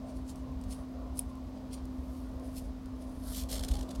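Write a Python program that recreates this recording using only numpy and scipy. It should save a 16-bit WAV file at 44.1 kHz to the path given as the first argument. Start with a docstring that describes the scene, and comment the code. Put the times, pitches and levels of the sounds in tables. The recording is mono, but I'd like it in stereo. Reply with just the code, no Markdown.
"""A woven strap is worked loose and drawn through the bars of a steel watch, close to the microphone.
Throughout: fan-like hum, low rumble, a soft distant wash with faint tones, hiss.
From 0.1 s fingers brush the weave and the fittings tick. At 1.19 s steel snaps on steel, once.
From 3.1 s the long pull swishes, rasps, then breaks into stick-slip jerks and snags as it tightens."""
import sys
import numpy as np
from scipy import signal
from scipy.io import wavfile
from scipy.ndimage import map_coordinates

SR = 44100
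rng = np.random.default_rng(int(sys.argv[2]) if len(sys.argv) > 2 else 0)


def generate_wav(sig):
    """Save sig (samples, or channels by samples) to the path in sys.argv[1] as 16-bit PCM at SR."""
    pcm = np.round(np.clip(np.atleast_2d(sig).T, -1, 1) * 32767).astype(np.int16)
    wavfile.write(sys.argv[1], SR, pcm)


N = 176400
T = np.arange(N) / SR

# Table levels are relative. Colours are spectral densities.
# low rumble; deepest rumble, growing with the pull: (time [s], level [dB])
RUMBLE_LEVEL = [(0.0, -45.5), (0.14, -54), (0.17, -43.5), (0.36, -46.5), (0.66, -40.5), (0.89, -51),
                (1.35, -42), (1.65, -55), (1.71, -44.5), (2.22, -48), (2.26, -41.5), (3.13, -48.5),
                (3.19, -44.5), (3.53, -48.5), (3.65, -44.5), (3.83, -41.5), (3.9, -57.5), (4.0, -37.5)]
DEEP_LEVEL = [(0, -61.5), (3.0, -50.5), (3.3, -43), (3.55, -38.5), (3.72, -31.5), (3.83, -44), (3.9, -59)]
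# mid-band wash, about two swells a second: (time [s], level [dB])
SWELL_LEVEL = [(0, -58), (.06, -50), (.3, -63.5), (.45, -56.5), (.62, -61.5), (.81, -51.5), (.88, -64),
               (.98, -51.5), (1.4, -62.5), (1.58, -54.5), (1.75, -59.5), (2.03, -57.5), (2.28, -60),
               (2.41, -53), (2.54, -56.5), (2.84, -66), (3.05, -54), (3.35, -59.5), (3.54, -52),
               (3.68, -57.5), (3.9, -51.5), (4.0, -56)]
# background colours: (frequency [Hz], level [dB])
RUMBLE_SPECTRUM = [(22, -21), (33, -15), (45, -3), (58, 3.5), (72, 2), (88, -4), (115, -26), (160, -44)]
DEEP_SPECTRUM = [(25, -17), (35, -7.5), (48, -1.5), (60, -0.5)]
WASH_SPECTRUM = [(100, -6), (140, 2), (165, -7.5), (215, 6), (290, -0.5), (380, -10), (600, -8.5),
                 (820, -12), (1080, -11), (1500, -23.5), (2200, -24)]
SWELL_SPECTRUM = [(430, -8), (540, 2.5), (660, 0), (820, -13.5), (1050, -7.5), (1300, -24)]
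HISS_SPECTRUM = [(1500, 5), (2300, 5), (4500, 4), (6000, 0), (7500, -3.5), (10000, -42), (13000, -18),
                 (16000, -1.5)]
# background left-right likeness: (frequency [Hz], correlation [0-1])
CORRELATION = [(60, 1), (140, 1), (260, 0.92), (500, 0.67), (1000, 0.19), (2000, 0), (16000, 0)]
# hum lines: (frequency [Hz], rms level [dB])
HUM_LINES = [(257.8, -44.5), (58.7, -52.5), (137.8, -62), (435, -70)]
# wash resonances: (frequency [Hz], level [dB], t60 [s])
WASH_MODES = [(576, -8.5, 0.045), (640, -4.5, 0.035), (1041, -16.5, 0.097)]
# finger and strap rubs: (peak time [s], level [dB], rise [s], fall [s], left minus right [dB],
# treble lift and bass cut about 7 kHz [dB], resonance [Hz])
RUB_STROKES = [(.10, -54, 0.032, 0.02, 0, -3, 8500), (.17, -55.5, 0.016, 0.019, 0, -3, 9700),
               (0.300, -43, 0.019, 0.013, 3, -2, 7600), (0.38, -62, 0.028, 0.045, 2, 4, 6360),
               (0.72, -43, 0.019, 0.027, 1, -2, 9500), (0.80, -62, 0.025, 0.035, -4, 1, 9800),
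               (1.185, -41.5, 0.016, 0.019, -7, 2.5, 9600), (1.30, -60, .02, 0.009, -6, -1, 10300),
               (1.569, -59.5, 0.024, 0.021, -2, -8, 4600), (1.723, -50.5, 0.011, 0.013, -3, -9, 3020),
               (1.742, -38, 0.01, 0.007, 2, -1, 9300), (1.78, -57, 0.015, 0.013, -12, -19, 4200),
               (2.17, -58.5, 0.17, 0.15, 0, 0, 12800), (2.46, -56, 0.023, 0.052, 6, 1, 10400),
               (2.582, -41.5, 0.024, 0.014, 3.5, 0, 12000), (2.65, -57.5, 0.035, 0.032, 4, -3, 10000),
               (3.022, -56, 0.016, 0.012, 3, -3, 9800), (3.098, -59.5, 0.095, 0.14, 0, 1, 10050)]
# touches of the fittings: (time [s], level [dB], left minus right [dB])
TICK_CONTACTS = [(0.3574, -36, -1), (.6130, -39.5, -6), (.638, -34.5, -5), (1.354, -42, 6),
                 (1.8538, -37.5, 7), (2.397, -40, 6), (2.858, -39, 2), (3.238, -40, 9), (3.288, -34, 11)]
# passing tones: (peak time [s], frequency [Hz], level [dB], half-length [s])
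TONE_SWELLS = [(.43, 2900, -76, 0.067), (0.484, 1050, -59.5, .05), (1.06, 1016, -60.5, 0.031),
               (1.345, 1050, -61, 0.046), (2.462, 640, -57, 0.057), (3.765, 805, -57, 0.033)]
# steel-on-steel contacts: (time [s], level [dB])
SNAP_CONTACTS = [(1.1914, -22.5), (1.1922, -21), (1.1935, -20)]
# case modes: (frequency [Hz], level [dB], t60 [s])
STEEL_MODES = [(2640, -29, 0.012), (3940, -38, 0.0062), (5560, -28, 0.0089), (6650, -27, 0.009),
               (8600, -34, .007), (9200, -25, 0.01), (9850, 1.5, 0.011), (9940, -14, 0.0068),
               (10800, -26, 0.0091), (12200, -25, .005), (13200, -22, 0.0046), (14850, -28, .005)]
# sliding friction of the pull: (time [s], level [dB])
PULL_LEVEL = [(3.12, -72), (3.22, -58.5), (3.27, -47), (3.33, -44), (3.365, -40), (3.422, -43.5),
              (3.445, -62), (3.487, -63), (3.494, -42.5), (3.53, -38), (3.56, -45), (3.59, -63),
              (3.70, -54), (3.82, -66), (3.86, -65), (4.0, -63)]
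# stick-slip jerks: (time [s], level [dB], fall half-length [s])
SLIP_JERKS = [(3.437, -41.5, 0.0019), (3.49, -38, 0.0017), (3.514, -36, 0.0036), (3.529, -31, 0.0017),
              (3.54, -33.5, 0.0045), (3.556, -34, .003), (3.565, -33, 0.0035), (3.579, -36.5, 0.0044),
              (3.596, -33.5, 0.0035), (3.61, -40, 0.0029), (3.628, -41, 0.0022), (3.636, -35, 0.0036),
              (3.648, -35, 0.0032), (3.686, -34, 0.0032), (3.715, -37, 0.0039), (3.74, -37.5, 0.004),
              (3.753, -39, 0.0015), (3.769, -39, 0.0034), (3.792, -43.5, 0.0066), (3.811, -40.5, 0.0025),
              (3.829, -44, 0.0052), (3.891, -46, 0.0027), (3.91, -40, 0.005), (3.955, -41.5, 0.0048)]
# snags on a bar: (time [s], level [dB])
SNAGS = [(3.5252, -32.5), (3.6375, -27.5), (3.6489, -31), (3.688, -29), (3.742, -35.5), (3.755, -33)]
# friction and contact colours: (frequency [Hz], level [dB])
RUB_SPECTRUM = [(1200, -43), (2100, -8), (3100, -3), (3800, -5.5), (4600, 1), (7200, -3.5), (9500, 3),
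                (11300, -5), (12700, -5), (14000, -15), (16000, -13)]
SNAP_SPECTRUM = [(1700, -30), (2500, -8.5), (4200, -9), (7000, -6), (9700, 12), (11000, 2), (13200, 4),
                 (14500, -3), (16000, -6)]
SWISH_SPECTRUM = [(1500, 7), (3000, -8), (5500, 3), (7500, -25), (8800, -1), (10000, 2.5), (11300, 3.5),
                  (12700, 0), (14300, -27), (16000, -23)]
RASP_SPECTRUM = [(1000, -11), (2000, -12.5), (3000, 0), (4200, 1), (7500, 1), (10200, 2.5), (11800, 0),
                 (13300, 5.5), (14300, -8), (16000, -11)]
SLIP_SPECTRUM = [(1000, -13.5), (1600, -2), (2100, -9), (3200, 2.5), (4200, 3.5), (6500, -0.5), (9500, -1),
                 (11800, -6.5), (13300, -10), (14300, -10), (16000, -20)]
# microphone port response to near sound: (frequency [Hz], left minus right [dB])
PORT_BALANCE = [(1000, 1), (3400, 2), (4300, 2.5), (5600, -0.5), (6900, 5.5), (8000, 1), (9800, 0),
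                (11300, 3.5), (12500, 10.5), (13300, -7), (14500, 6), (16000, 1)]


def from_db(db):
    """Decibels to gain."""
    return 10 ** (np.asarray(db) / 20)


def rms_one(x):
    """Scale to unit rms."""
    return x / np.sqrt(np.mean(x ** 2) + 1e-20)


def in_time(rows):
    """Linear curve through (time [s], value) points."""
    return np.interp(T, *np.transpose(rows))


def at_hz(points, hz):
    """Read (frequency [Hz], value) points on a log axis."""
    freqs, values = np.transpose(points)
    return np.interp(np.log(hz), np.log(freqs), values)


def pan(db):
    """Stereo gains for a left-minus-right level."""
    return from_db(np.array([[db], [-db]]) / 2)


def bell(peak_s, width_s):
    """Gaussian envelope, height 1."""
    return np.exp(-.5 * np.minimum(((T - peak_s) / width_s) ** 2, 100))


def drift(corner_hz, step=40):
    """Low-passed random wander, unit rms."""
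    pole = np.exp(-2 * np.pi * corner_hz * step / SR)
    white = rng.standard_normal(N // step + 2002)
    slow = signal.lfilter([1], [1, -2 * pole, pole * pole], white)[2000:]
    return np.interp(np.arange(N) / step, np.arange(len(slow)), rms_one(slow))


def coloured(x, spectrum, size=257):
    """Minimum-phase colour filter; keeps the power of white noise."""
    hz = np.linspace(0, SR / 2, size)
    gain = from_db(at_hz(spectrum, hz + 1)) * np.minimum(hz / spectrum[0][0], 1)
    taps = signal.minimum_phase(signal.firwin2(size, hz, gain ** 2, fs=SR))
    return signal.lfilter(taps / np.linalg.norm(taps), [1], x)


def delayed(x, lag_s):
    """Fractional delay, constant or moving."""
    return map_coordinates(x, [np.arange(N) - lag_s * SR], order=3)


def ring(x, hz, t60_s):
    """One mode: a unit click starts a decaying unit sine."""
    pole, angle = from_db(-60 / (t60_s * SR)), 2 * np.pi * hz / SR
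    return signal.lfilter([0, np.sin(angle)], [1, -2 * pole * np.cos(angle), pole * pole], x + 1e-18)


def noisy_tone(hz, t60_s):
    """Noise-driven mode, unit rms."""
    return rms_one(ring(rng.standard_normal(N), hz, t60_s))


def banded_noise(spectrum, low_hz, bands, swell_db=0):
    """Third-octave stereo noise; level, swell and correlation per band."""
    out, white = 0, rng.standard_normal((2, 2, N + SR // 2))
    edges_hz = low_hz * 2 ** (np.arange(bands + 1) / 3)
    for k, (low, high) in enumerate(zip(edges_hz, edges_hz[1:])):
        bandpass = signal.butter(2, [low, high], "band", fs=SR, output="sos")
        mid, side = signal.sosfilt(bandpass, white[k % 2])[:, -N:]
        hz = np.sqrt(low * high)
        alike = at_hz(CORRELATION, hz)
        stereo = np.sqrt(1 + alike) * mid + np.sqrt(1 - alike) * side * [[1], [-1]]
        out = out + from_db(at_hz(spectrum, hz) + swell_db * drift(4.2)) * stereo
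    return rms_one(out)


def hum(waver_db=1.0, waver_hz=0.91):
    """Fan-like lines, wavering slightly in level and pitch."""
    out = 0
    for hz, db in HUM_LINES:
        peak = np.sqrt(2) * from_db(db + waver_db * drift(10.4))
        cycles = np.cumsum(hz + waver_hz * drift(2.74)) / SR + rng.random()
        out = out + peak * np.sin(2 * np.pi * cycles)
    return out


def rumble():
    """Uneven low noise; the deepest layer peaks during the pull."""
    low = from_db(in_time(RUMBLE_LEVEL) + 2) * banded_noise(RUMBLE_SPECTRUM, low_hz=20.12, bands=9)
    deep = from_db(in_time(DEEP_LEVEL)) * banded_noise(DEEP_SPECTRUM, low_hz=22.2, bands=5)
    return low + deep


def wash(swell_db=1.73):
    """Distant noise: a broad bed that lifts late, a swelling mid band with faint pitches."""
    bed_db = -51.5 + 5.5 * in_time([(3.3, 0.35), (3.7, 1), (4.0, 0.82)])
    bed = banded_noise(WASH_SPECTRUM, low_hz=91.8, bands=13, swell_db=swell_db)
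    mids = from_db(-2) * banded_noise(SWELL_SPECTRUM, low_hz=378.6, bands=6, swell_db=swell_db)
    pitches = sum(from_db(db) * noisy_tone(hz, t60_s) for hz, db, t60_s in WASH_MODES)
    return from_db(bed_db) * bed + from_db(in_time(SWELL_LEVEL)) * (mids + pitches)


def hiss():
    """Steady treble noise."""
    return from_db(-64.5) * banded_noise(HISS_SPECTRUM, low_hz=1645, bands=10)


def fibres(rough_db, clicks_per_s=5500, spread_db=3.5, hiss_gain=0.33, shared_gain=0.34):
    """Threads catch and release: dense uneven clicks on hiss, partly common to both sides."""
    sizes = from_db(spread_db * np.minimum(rng.exponential(1, (3, N)), 5))
    signs = rng.choice([-1, 1], (3, N))
    clicks = rms_one(sizes * signs * (rng.random((3, N)) < clicks_per_s / SR))
    grain = clicks + hiss_gain * rng.standard_normal((3, N))
    return rms_one((grain[:2] + shared_gain * grain[2]) * from_db(rough_db * drift(130)))


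def rubs(gain_db=-4.5, ring_db=-5.5):
    """Fingers brush the weave; each stroke has its own tilt and resonance."""
    threads = fibres(rough_db=2.0)
    grain = coloured(threads, RUB_SPECTRUM)
    low = signal.sosfiltfilt(signal.butter(2, 7000, fs=SR, output="sos"), grain)
    out = 0
    for peak_s, db, rise_s, fall_s, pan_db, tilt_db, hz in RUB_STROKES:
        swell = np.exp(-np.abs((T - peak_s) / np.where(T < peak_s, rise_s, fall_s)) ** 1.17)
        scrape = rms_one(low * from_db(-tilt_db) + (grain - low) * from_db(tilt_db))
        resonance = from_db(ring_db) * rms_one(ring(threads[:, ::-1], hz, t60_s=0.0022))
        out = out + from_db(db + gain_db) * pan(pan_db) * swell * rms_one(scrape + resonance)
    return out


def hand_reflection(x, gain=0.35, lag_s=0.0009):
    """One short echo a side; its path wanders as the hands move."""
    echo = np.array([delayed(side, lag_s * np.exp(0.15 * drift(1.19))) for side in x])
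    return (x + gain * echo) / np.hypot(1, gain)


def ports(x, right_lag_s=0.000193):
    """Each microphone port colours near sound differently; the left hears it first."""
    balance = [(20, 0)] + list(PORT_BALANCE)
    left = coloured(x[0], [(hz, db / 2) for hz, db in balance])
    right = coloured(x[1], [(hz, -db / 2) for hz, db in balance])
    return np.array([left, delayed(right, right_lag_s)])


def room(x, t60_s=0.14, gap_s=0.004):
    """Diffuse tail from nearby surfaces."""
    t = T[:SR // 2]
    tail = rng.standard_normal((2, len(t))) * from_db(-60 * t / t60_s) * (t > gap_s)
    tail /= np.linalg.norm(tail, axis=1, keepdims=True)
    return signal.fftconvolve(x, tail, axes=1)[:, :N]


def contact(start_s, decay_s):
    """Gritty contact: a decaying noise burst."""
    envelope = (T >= start_s) * np.exp(-np.clip((T - start_s) / decay_s, 0, 50))
    return envelope * rng.standard_normal((2, N))


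def ticks(gain_db=-11.5):
    """Light touches of the fittings."""
    bursts = sum(from_db(db + gain_db) * pan(pan_db) * contact(time_s, decay_s=0.0021)
                 for time_s, db, pan_db in TICK_CONTACTS)
    return coloured(bursts, RUB_SPECTRUM)


def faint_tones():
    """Narrow wavering tones swell and fade."""
    return sum(from_db(db) * bell(peak_s, width_s) * noisy_tone(hz, t60_s=0.066)
               for peak_s, hz, db, width_s in TONE_SWELLS)


def snap(ring_db=-13, crack_db=-3.5, scatter_db=3.1):
    """Steel knocks on steel as the strap frees; each contact cracks and rings the case."""
    times_s, levels_db = np.transpose(SNAP_CONTACTS)
    rings = np.zeros((2, N))
    for hz, mode_db, t60_s in STEEL_MODES:
        strikes_db = levels_db + mode_db + ring_db + rng.normal(0, scatter_db, (2, len(times_s)))
        clicks = np.zeros((2, N))
        clicks[:, (times_s * SR).astype(int)] = from_db(strikes_db)
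        rings += ring(clicks, hz, t60_s)
    crack = sum(from_db(db + crack_db) * contact(time_s, decay_s=0.0012) for time_s, db in SNAP_CONTACTS)
    return pan(-7.5) * rings + coloured(crack, SNAP_SPECTRUM)


def pull():
    """The weave slides over the bars: swish, then rasp, darkening as it tightens."""
    sliding = from_db(in_time(PULL_LEVEL)) * fibres(rough_db=1.5)
    # colour crossfade: 0 swish, 1 rasp, 2 slip; steps up at 3.33 s
    stage = np.interp(T, [3.33, 4.0], [1.337, 2.042], left=0.55)
    return sum(coloured(sliding * np.maximum(1 - np.abs(stage - k), 0), spectrum)
               for k, spectrum in enumerate((SWISH_SPECTRUM, RASP_SPECTRUM, SLIP_SPECTRUM)))


def stick_slip(pan_db, gain_db=-4, rise_ratio=0.71, tug_db=-10.5):
    """The taut strap jerks: fast-rising scrapes, each with a dull centred tug."""
    jerks = sum(from_db(db + gain_db) * bell(time_s, fall_s * np.where(T < time_s, rise_ratio, 1))
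                for time_s, db, fall_s in SLIP_JERKS)
    tug = from_db(tug_db) * jerks * noisy_tone(hz=500, t60_s=0.029)
    scrape = coloured(jerks * fibres(rough_db=1.5), SLIP_SPECTRUM)
    return pan(pan_db) * scrape + tug


def snags():
    """The weave catches on a bar and cracks free."""
    cracks = sum(from_db(db) * contact(time_s, decay_s=0.00087) for time_s, db in SNAGS)
    return coloured(cracks, SLIP_SPECTRUM)


def scene(pull_pan_db=1.4):
    """Strap and watch close up, over the background; the snap stays dry."""
    weave = rubs() + pan(pull_pan_db) * pull() + stick_slip(pull_pan_db)
    near = ports(hand_reflection(weave) + ticks() + snags())
    reverb = from_db(-13) * pan(-11) * room(near)
    return near + reverb + snap() + hum() + rumble() + wash() + hiss() + faint_tones()


def record(dry, cutoff_hz=16000):
    """Steep low-pass."""
    return signal.sosfilt(signal.ellip(10, .1, 80, cutoff_hz, fs=SR, output="sos"), dry)


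dry = scene()
out = record(dry)
generate_wav(out)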